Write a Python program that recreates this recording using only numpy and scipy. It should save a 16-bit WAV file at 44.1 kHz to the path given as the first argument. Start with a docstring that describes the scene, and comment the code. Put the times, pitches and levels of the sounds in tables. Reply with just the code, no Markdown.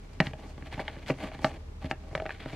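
"""On a counter in a small kitchen, hands press a thin plastic lid onto a food tub, close to a stereo microphone.
Knocks and rim clicks are short noisy pushes that ring decaying modes of tub and lid, each with a thin crack.
Fingers and rim rub in dense random slips that ring the same modes and hiss above them.
A low motor hum of two wandering sines and coloured-noise room air lie underneath."""
import sys
import numpy as np
from scipy import signal
from scipy.fft import rfft, irfft
from scipy.io import wavfile
from scipy.ndimage import uniform_filter1d

SR = 44100
rng = np.random.default_rng(int(sys.argv[2]) if len(sys.argv) > 2 else 0)


def to_wav(sig):
    """Store sig (one row per channel, or 1-D mono) as 16-bit WAV at the path in sys.argv[1].

    Samples outside -1..1 are clipped; the rate is SR.
    """
    pcm = np.clip(np.atleast_2d(sig), -1, 1) * 32767
    pcm = np.round(pcm).astype(np.int16)
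    wavfile.write(sys.argv[1], SR, pcm.T)  # frames by channels


N = 112455

# Modes of tub and lid. Each row: frequency in Hz, level in dB, time to fall 60 dB in seconds (before the cap).
TUB_MODES = [(77, -17.5, 0.18), (134, 1, .14), (189, -3, 0.073), (268.6, -3, 0.09), (324.2, -4.5, 0.071),
             (423.6, -3.5, 0.033), (512, -1.5, 0.026), (628.2, -0.5, 0.056), (799, -1, 0.031),
             (881, -3, 0.04), (1180, -5.5, 0.019), (1606, 5, 0.0054), (1825, 5, 0.0074),
             (2252, 5.5, 0.0056), (2980, 1.5, 0.0064), (3334, 3, 0.0041), (4310, -1.5, 0.0042),
             (4736, -3.5, 0.0029), (5420, -21, 0.014)]
RING_CYCLES_MAX = 60  # cap on the 60 dB fall, in cycles

# Knocks of lid on tub. Each row: blow time in seconds before ONSET_DELAY_S, level in dB before KNOCK_GAIN_DB,
# then drive in dB relative to that level at each frequency in Hz of KNOCK_POINTS_HZ.
KNOCKS_ON_TUB = [(0.2015, -6, -42, -28.5, -6, -12.5, -8.5, -15.5, -15.5, -29, -15.5, -18, -14.5, -16.5),
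                 (0.798, -21.5, -22, -19, -28, -9, -10.5, -15, -18.5, -23, -16, -19, -25, -20),
                 (1.099, -15.5, -38, -13, -7.5, -4, 2.5, -11, -23, -45, -19, -14.5, -33, -30),
                 (1.103, -13, -37, -17, -14.5, -10.5, -8, -10.5, -27, -10, -18, -12, -25, -32),
                 (1.444, -4.5, -51, -21.5, -25.5, -22, -26, -13, -12.5, -11.5, -11.5, -23.5, -18, -19),
                 (1.844, -26.5, 22, -11.5, -7.5, -5, -16.5, -9.5, -17, -21, -18, -22, -37, -33),
                 (1.911, -14.5, -31, -22, -18, -17.5, -27, -22, -14, -29, -14.5, -16, -17, -20),
                 (2.1505, -13, -30, -21, -24, -20, -41, -6, -21, -15, -26, -14.5, -18.5, -17)]
KNOCK_POINTS_HZ = (78, 132, 190, 265, 420, 635, 840, 1150, 1600, 2270, 3200, 4500)
# Clicks of the rim slipping. Each row: blow time in seconds before ONSET_DELAY_S, level in dB before CLICK_GAIN_DB,
# then drive in dB relative to that level at each frequency in Hz of CLICK_POINTS_HZ.
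RIM_CLICKS = [(0.2585, -31, -28, -25, -20, -2, -25), (0.268, -19, -12, -29, -13, -9, -12.5),
              (0.333, -25.5, -11.5, -11.5, -10.5, -11.5, -14), (0.578, -34.5, -2, -10, -8, -10, -22),
              (0.623, -35, -9.5, -20, -14, 2, -50), (0.725, -28, -23, -23, -9, -23, -7),
              (0.742, -34, -4, -26, -25, 3, -33), (0.777, -24, -6.5, -19, -5, -14, -31),
              (0.793, -19.5, -39, -8, -3.5, -13, -32), (0.879, -19.5, -37, -12, -8.5, -8.5, -13.5),
              (0.964, -27.5, -14.5, -6, -17, -10, -34), (1.061, -35.5, -13, -15, -18, -0.5, -9),
              (1.0895, -23, -21, -10, -14, -18, -17), (1.316, -30, -37, -9, -8, -14.5, -40),
              (1.348, -27.5, -15, -10.5, -12.5, -12, -18), (1.39, -26.5, -8, -18, -17, -19, -28),
              (2.112, -31.5, -14, -13.5, -23, -11, -42), (2.128, -32.5, -26, -2, -18, -14, -32),
              (2.176, -20, -25, -12, -22, -11.5, -21.5), (2.199, -17.5, -26, -9, -13, -8.5, -45),
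              (2.22, -25, -18.5, -1.5, -13.5, -21, -18), (2.2545, -23, -12, -8.5, -7.5, -14, -28),
              (2.262, -22, -40, -8, -21, -9.5, -20), (2.292, -21.5, -41, -28, -5, -4, -38),
              (2.305, -24, -45, -19, -40, 2.5, -30), (2.397, -45, -33, -24, -22, 0, -30),
              (2.458, -28.5, -5.5, -5, -12, -13, -21), (2.53, -28.5, -8, -4.5, -20, -8, -33)]
CLICK_POINTS_HZ = (250, 630, 900, 2000, 4500)
KNOCK_GAIN_DB, CLICK_GAIN_DB, MODE_SCATTER_DB = 1.5, -3, 1.5
CLATTER_DB, CLATTER_DECAY_S = -3, 0.0028  # decays to 1/e
CRACK_DB, CRACK_DECAY_S, CRACK_HZ = -11, 0.0087, 5940
ONSET_DELAY_S = 0.001165  # fixed delay added to every blow time
THUD_CUT_HZ, CONTACT_HZ = 45, 5180  # band left by the soft contact

# Slowly changing rubbing. Each row: time in seconds, then levels in dB of the upper modes, low modes
# and treble hiss.
RUB_BASE = [(0.0, -67.5, -60.5, -78), (0.48, -63, -54, -74.5), (0.91, -59, -56, -75),
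            (1.39, -57, -52, -71.5), (1.56, -61.5, -52, -83), (1.73, -75, -61, -108),
            (2.17, -65, -54.5, -68), (2.36, -55, -56.5, -78), (2.55, -46, -48, -62.5)]
# Short scuffs of rim and fingers. Each row: centre in seconds, length in seconds,
# then levels in dB of the upper modes, low modes and treble hiss.
RUB_SCUFFS = [(0.134, 0.014, -60, -91, -65), (0.252, 0.15, -52, -54, -61.5),
              (0.395, 0.075, -54, -48.5, -69), (0.49, 0.1, -62.5, -54, -64.5), (0.67, 0.1, -54.5, -55, -72),
              (.735, 0.072, -50, -57, -70), (0.787, 0.14, -48.5, -44, -67), (0.875, 0.09, -49.5, -45, -73),
              (1.096, 0.088, -42.5, -44.5, -52), (1.186, 0.15, -56.5, -52, -71),
              (1.25, 0.07, -48, -39, -62.5), (1.456, 0.11, -46.5, -38, -51),
              (1.54, 0.11, -61.5, -56, -70.5), (1.849, 0.1, -52, -47, -66.5),
              (1.908, 0.038, -56, -45.5, -59), (2.307, 0.11, -47, -68, -67.5),
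              (2.413, 0.031, -51, -56, -90), (2.54, 0.03, -74, -49, -67)]
SLIPS_PER_S, SLIP_SPREAD_DB = 1800, 3.5
RUB_SPLIT_HZ, HISS_HZ, HISS_WIDTH_HZ = 1250, 4990, 3760

HUM_HZ, HUM_DB, HUM_WANDER = 36.64, -49.5, 0.015  # wander as a share of the pitch
# Octave of the hum. Each row: time in seconds, rms level in dB.
HUM_OCTAVE_LEVEL = [(0.0, -70), (0.3, -49.5), (1.08, -51), (2.05, -45), (2.28, -51.5), (2.55, -77)]

# Colour of room air and microphone hiss. Each row: frequency in Hz, relative level in dB.
AIR_COLOUR = [(15, -62), (25, -10.5), (82, -1), (173, -13.5), (368, -21), (421, -15.5), (722, -35.5),
              (826, -27.5), (1530, -33.5), (6550, -44.5), (13200, -57.5), (15500, -72)]
AIR_DB = -48.5  # rms of the mid
# Stereo width of the air. Each row: frequency in Hz, side minus mid in dB.
AIR_WIDTH = [(60, -68), (110, -27), (200, -7.5), (380, -5.5), (700, 1.5), (1290, 0.5), (2380, 2), (4400, 2),
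             (8120, 0.5), (15000, 2)]
# Stereo width of the nearby tub. Each row: frequency in Hz, side minus mid in dB.
TUB_WIDTH = [(60, -50), (110, -51), (200, -33), (380, -23.5), (700, -29), (1290, -27), (2380, -19.5),
             (4400, -5.5), (8120, 2.5), (15000, 10)]
ROOM_DB, ROOM_T60_S, ROOM_HZ = -18.5, 0.14, 1520
TOP_HZ = 15600


def undb(db):
    """dB to gain."""
    return 10 ** (np.asarray(db) / 20)


def unit(x):
    """Scale to rms 1."""
    return x / np.sqrt(np.mean(x ** 2))


def curve(table, col):
    """Gain over time from a dB column, straight in dB between rows."""
    rows = np.array(table)
    return undb(np.interp(np.arange(N) / SR, rows[:, 0], rows[:, col]))


def colour(x, table):
    """Filter by points of Hz and dB, straight over log frequency."""
    rows, hz = np.array(table), np.fft.rfftfreq(N, 1 / SR)
    gain_db = np.interp(np.log(hz + 1), np.log(rows[:, 0]), rows[:, 1])
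    return irfft(rfft(x) * undb(gain_db), N)


def ring(x, hz, t60):
    """One decaying mode; a unit impulse rings with starting amplitude 1."""
    t60 = min(t60, RING_CYCLES_MAX / hz)
    pole = np.exp(2j * np.pi * hz / SR - np.log(1000) / (t60 * SR))
    return signal.lfilter([1], [1, -pole], x).imag


def band(x, hz, width_hz):
    """Wide resonance."""
    return signal.lfilter(*signal.iirpeak(hz, hz / width_hz, SR), x)


def walk(rate):
    """Smoothed random drift of rms 1, from `rate` fresh values per second."""
    k = int(SR / rate)
    steps = np.repeat(rng.standard_normal(N // k + 1), k)
    return unit(uniform_filter1d(uniform_filter1d(steps, k), k)[:N])


def hum():
    """A low motor hum: a sine of wandering pitch and level, with an octave that swells and fades."""
    phase = 2 * np.pi * np.cumsum(HUM_HZ * (1 + HUM_WANDER * walk(3.66))) / SR
    fundamental = undb(HUM_DB + 1.0 * walk(3.3)) * np.sin(phase)
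    octave = curve(HUM_OCTAVE_LEVEL, 1) * np.sin(2 * phase + 1)
    return np.sqrt(2) * (fundamental + octave)


def air():
    """Room air and microphone hiss: independent coloured noises for mid and side."""
    mid, side = (colour(rng.standard_normal(N), AIR_COLOUR) for _ in range(2))
    gain = undb(AIR_DB) / np.std(mid)
    return gain * mid, gain * colour(side, AIR_WIDTH)


def pressure(base_col):
    """Gain of one rubbing part: the slowly changing level plus swelling scuffs."""
    t = np.arange(N) / SR
    gain = curve(RUB_BASE, base_col)
    for row in RUB_SCUFFS:
        centre_s, length_s = row[:2]
        swell = np.cos(np.pi * np.clip((t - centre_s) / length_s, -.5, .5)) ** 2
        gain = gain + undb(row[base_col + 1]) * swell
    return gain


def slips():
    """Stick-slip contact: sparse impulses at random times, of uneven size and either sign."""
    happens = rng.random(N) < SLIPS_PER_S / SR
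    size = undb(SLIP_SPREAD_DB * np.minimum(rng.exponential(size=N), 4))
    return happens * size * rng.choice([-1, 1], N)


def rung_part(x, modes):
    """Slips ring a group of modes with alternating signs, scaled to rms 1."""
    return unit(sum((-1) ** k * undb(db) * ring(x, hz, t60) for k, (hz, db, t60) in enumerate(modes)))


def rubbing():
    """Dense uneven slips ring the modes; skin on plastic hisses above."""
    gripped = slips() * undb(4.1 * walk(80))
    # the two lowest modes stay out of the rubbing
    low = rung_part(gripped, [m for m in TUB_MODES[2:] if m[0] < RUB_SPLIT_HZ])
    upper = rung_part(gripped, [m for m in TUB_MODES if m[0] >= RUB_SPLIT_HZ])
    hiss = band(gripped + slips(), HISS_HZ, HISS_WIDTH_HZ)
    hiss = unit(band(hiss, HISS_HZ, HISS_WIDTH_HZ))
    return upper * pressure(1) + low * pressure(2) + hiss * pressure(3)


def blows(table, table_hz, gain_db):
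    """A push with a short clatter drives every mode with random sign; a thin noise crack joins it."""
    size = 512
    t = np.arange(size) / SR
    drive, crack = np.zeros((len(TUB_MODES), N + size)), np.zeros(N + size)
    mode_hz = np.log(np.array(TUB_MODES)[:, 0])
    for blow_s, level_db, *rel_db in table:
        i = int((blow_s + ONSET_DELAY_S) * SR)
        clatter, hiss = rng.standard_normal((2, size))
        # the clatter has about unit energy before its level
        clatter = clatter * np.exp(-t / CLATTER_DECAY_S) / np.sqrt(CLATTER_DECAY_S * SR / 2)
        push = undb(CLATTER_DB) * clatter
        push[0] += 1
        blow_db = level_db + gain_db
        mode_db = blow_db + np.interp(mode_hz, np.log(table_hz), rel_db)
        mode_db = mode_db + MODE_SCATTER_DB * rng.standard_normal(len(mode_hz))
        swing = undb(mode_db) * rng.choice([-1, 1], len(mode_hz))
        drive[:, i:i + size] += swing[:, None] * push
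        crack[i:i + size] += undb(blow_db + rel_db[-1] + CRACK_DB) * hiss * np.exp(-t / CRACK_DECAY_S)
    return drive[:, :N], band(crack[:N], CRACK_HZ, CRACK_HZ)


def tub():
    """Knocks and clicks ring the modes, dulled by soft plastic contact; rubbing is added."""
    knock_drive, knock_crack = blows(KNOCKS_ON_TUB, KNOCK_POINTS_HZ, KNOCK_GAIN_DB)
    click_drive, click_crack = blows(RIM_CLICKS, CLICK_POINTS_HZ, CLICK_GAIN_DB)
    click_drive[0] = 0  # clicks leave the lowest mode still
    drive = knock_drive + click_drive
    hits = sum(undb(db) * ring(x, hz, t60) for x, (hz, db, t60) in zip(drive, TUB_MODES))
    hits = hits + knock_crack + click_crack
    contact = signal.butter(2, [THUD_CUT_HZ, CONTACT_HZ], "bandpass", fs=SR)
    return signal.lfilter(*contact, hits) + rubbing()


def room(dry):
    """Small-kitchen reverberation: a dulled, decaying noise tail starting after 4 ms."""
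    t = np.arange(SR // 3) / SR
    tail = signal.lfilter(*signal.butter(1, ROOM_HZ, fs=SR), rng.standard_normal(len(t)))
    tail = tail * undb(-60 * t / ROOM_T60_S) * (t > .004)
    return undb(ROOM_DB) * signal.fftconvolve(dry, tail / np.linalg.norm(tail))[:N]


def tub_side(near):
    """Stereo side of the tub: smeared by a short noise burst and weighted to the treble."""
    smear = rng.standard_normal(1000) * np.exp(-np.arange(1000) / 220.0)
    return colour(signal.fftconvolve(near, smear / np.linalg.norm(smear))[:N], TUB_WIDTH)


def scene():
    """The tub close by in a small kitchen, over hum and air; left is mid plus side, right is mid minus side."""
    close = tub()
    near = close + room(close)
    side = tub_side(near)
    mid_air, side_air = air()
    mid = near + hum() + mid_air
    side = side + side_air
    return np.array([mid + side, mid - side])


def record(dry):
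    """The recorder cuts the top with a steep low-pass."""
    return signal.sosfilt(signal.ellip(8, .2, 70, TOP_HZ, fs=SR, output="sos"), dry)


dry = scene()
out = record(dry)
to_wav(out)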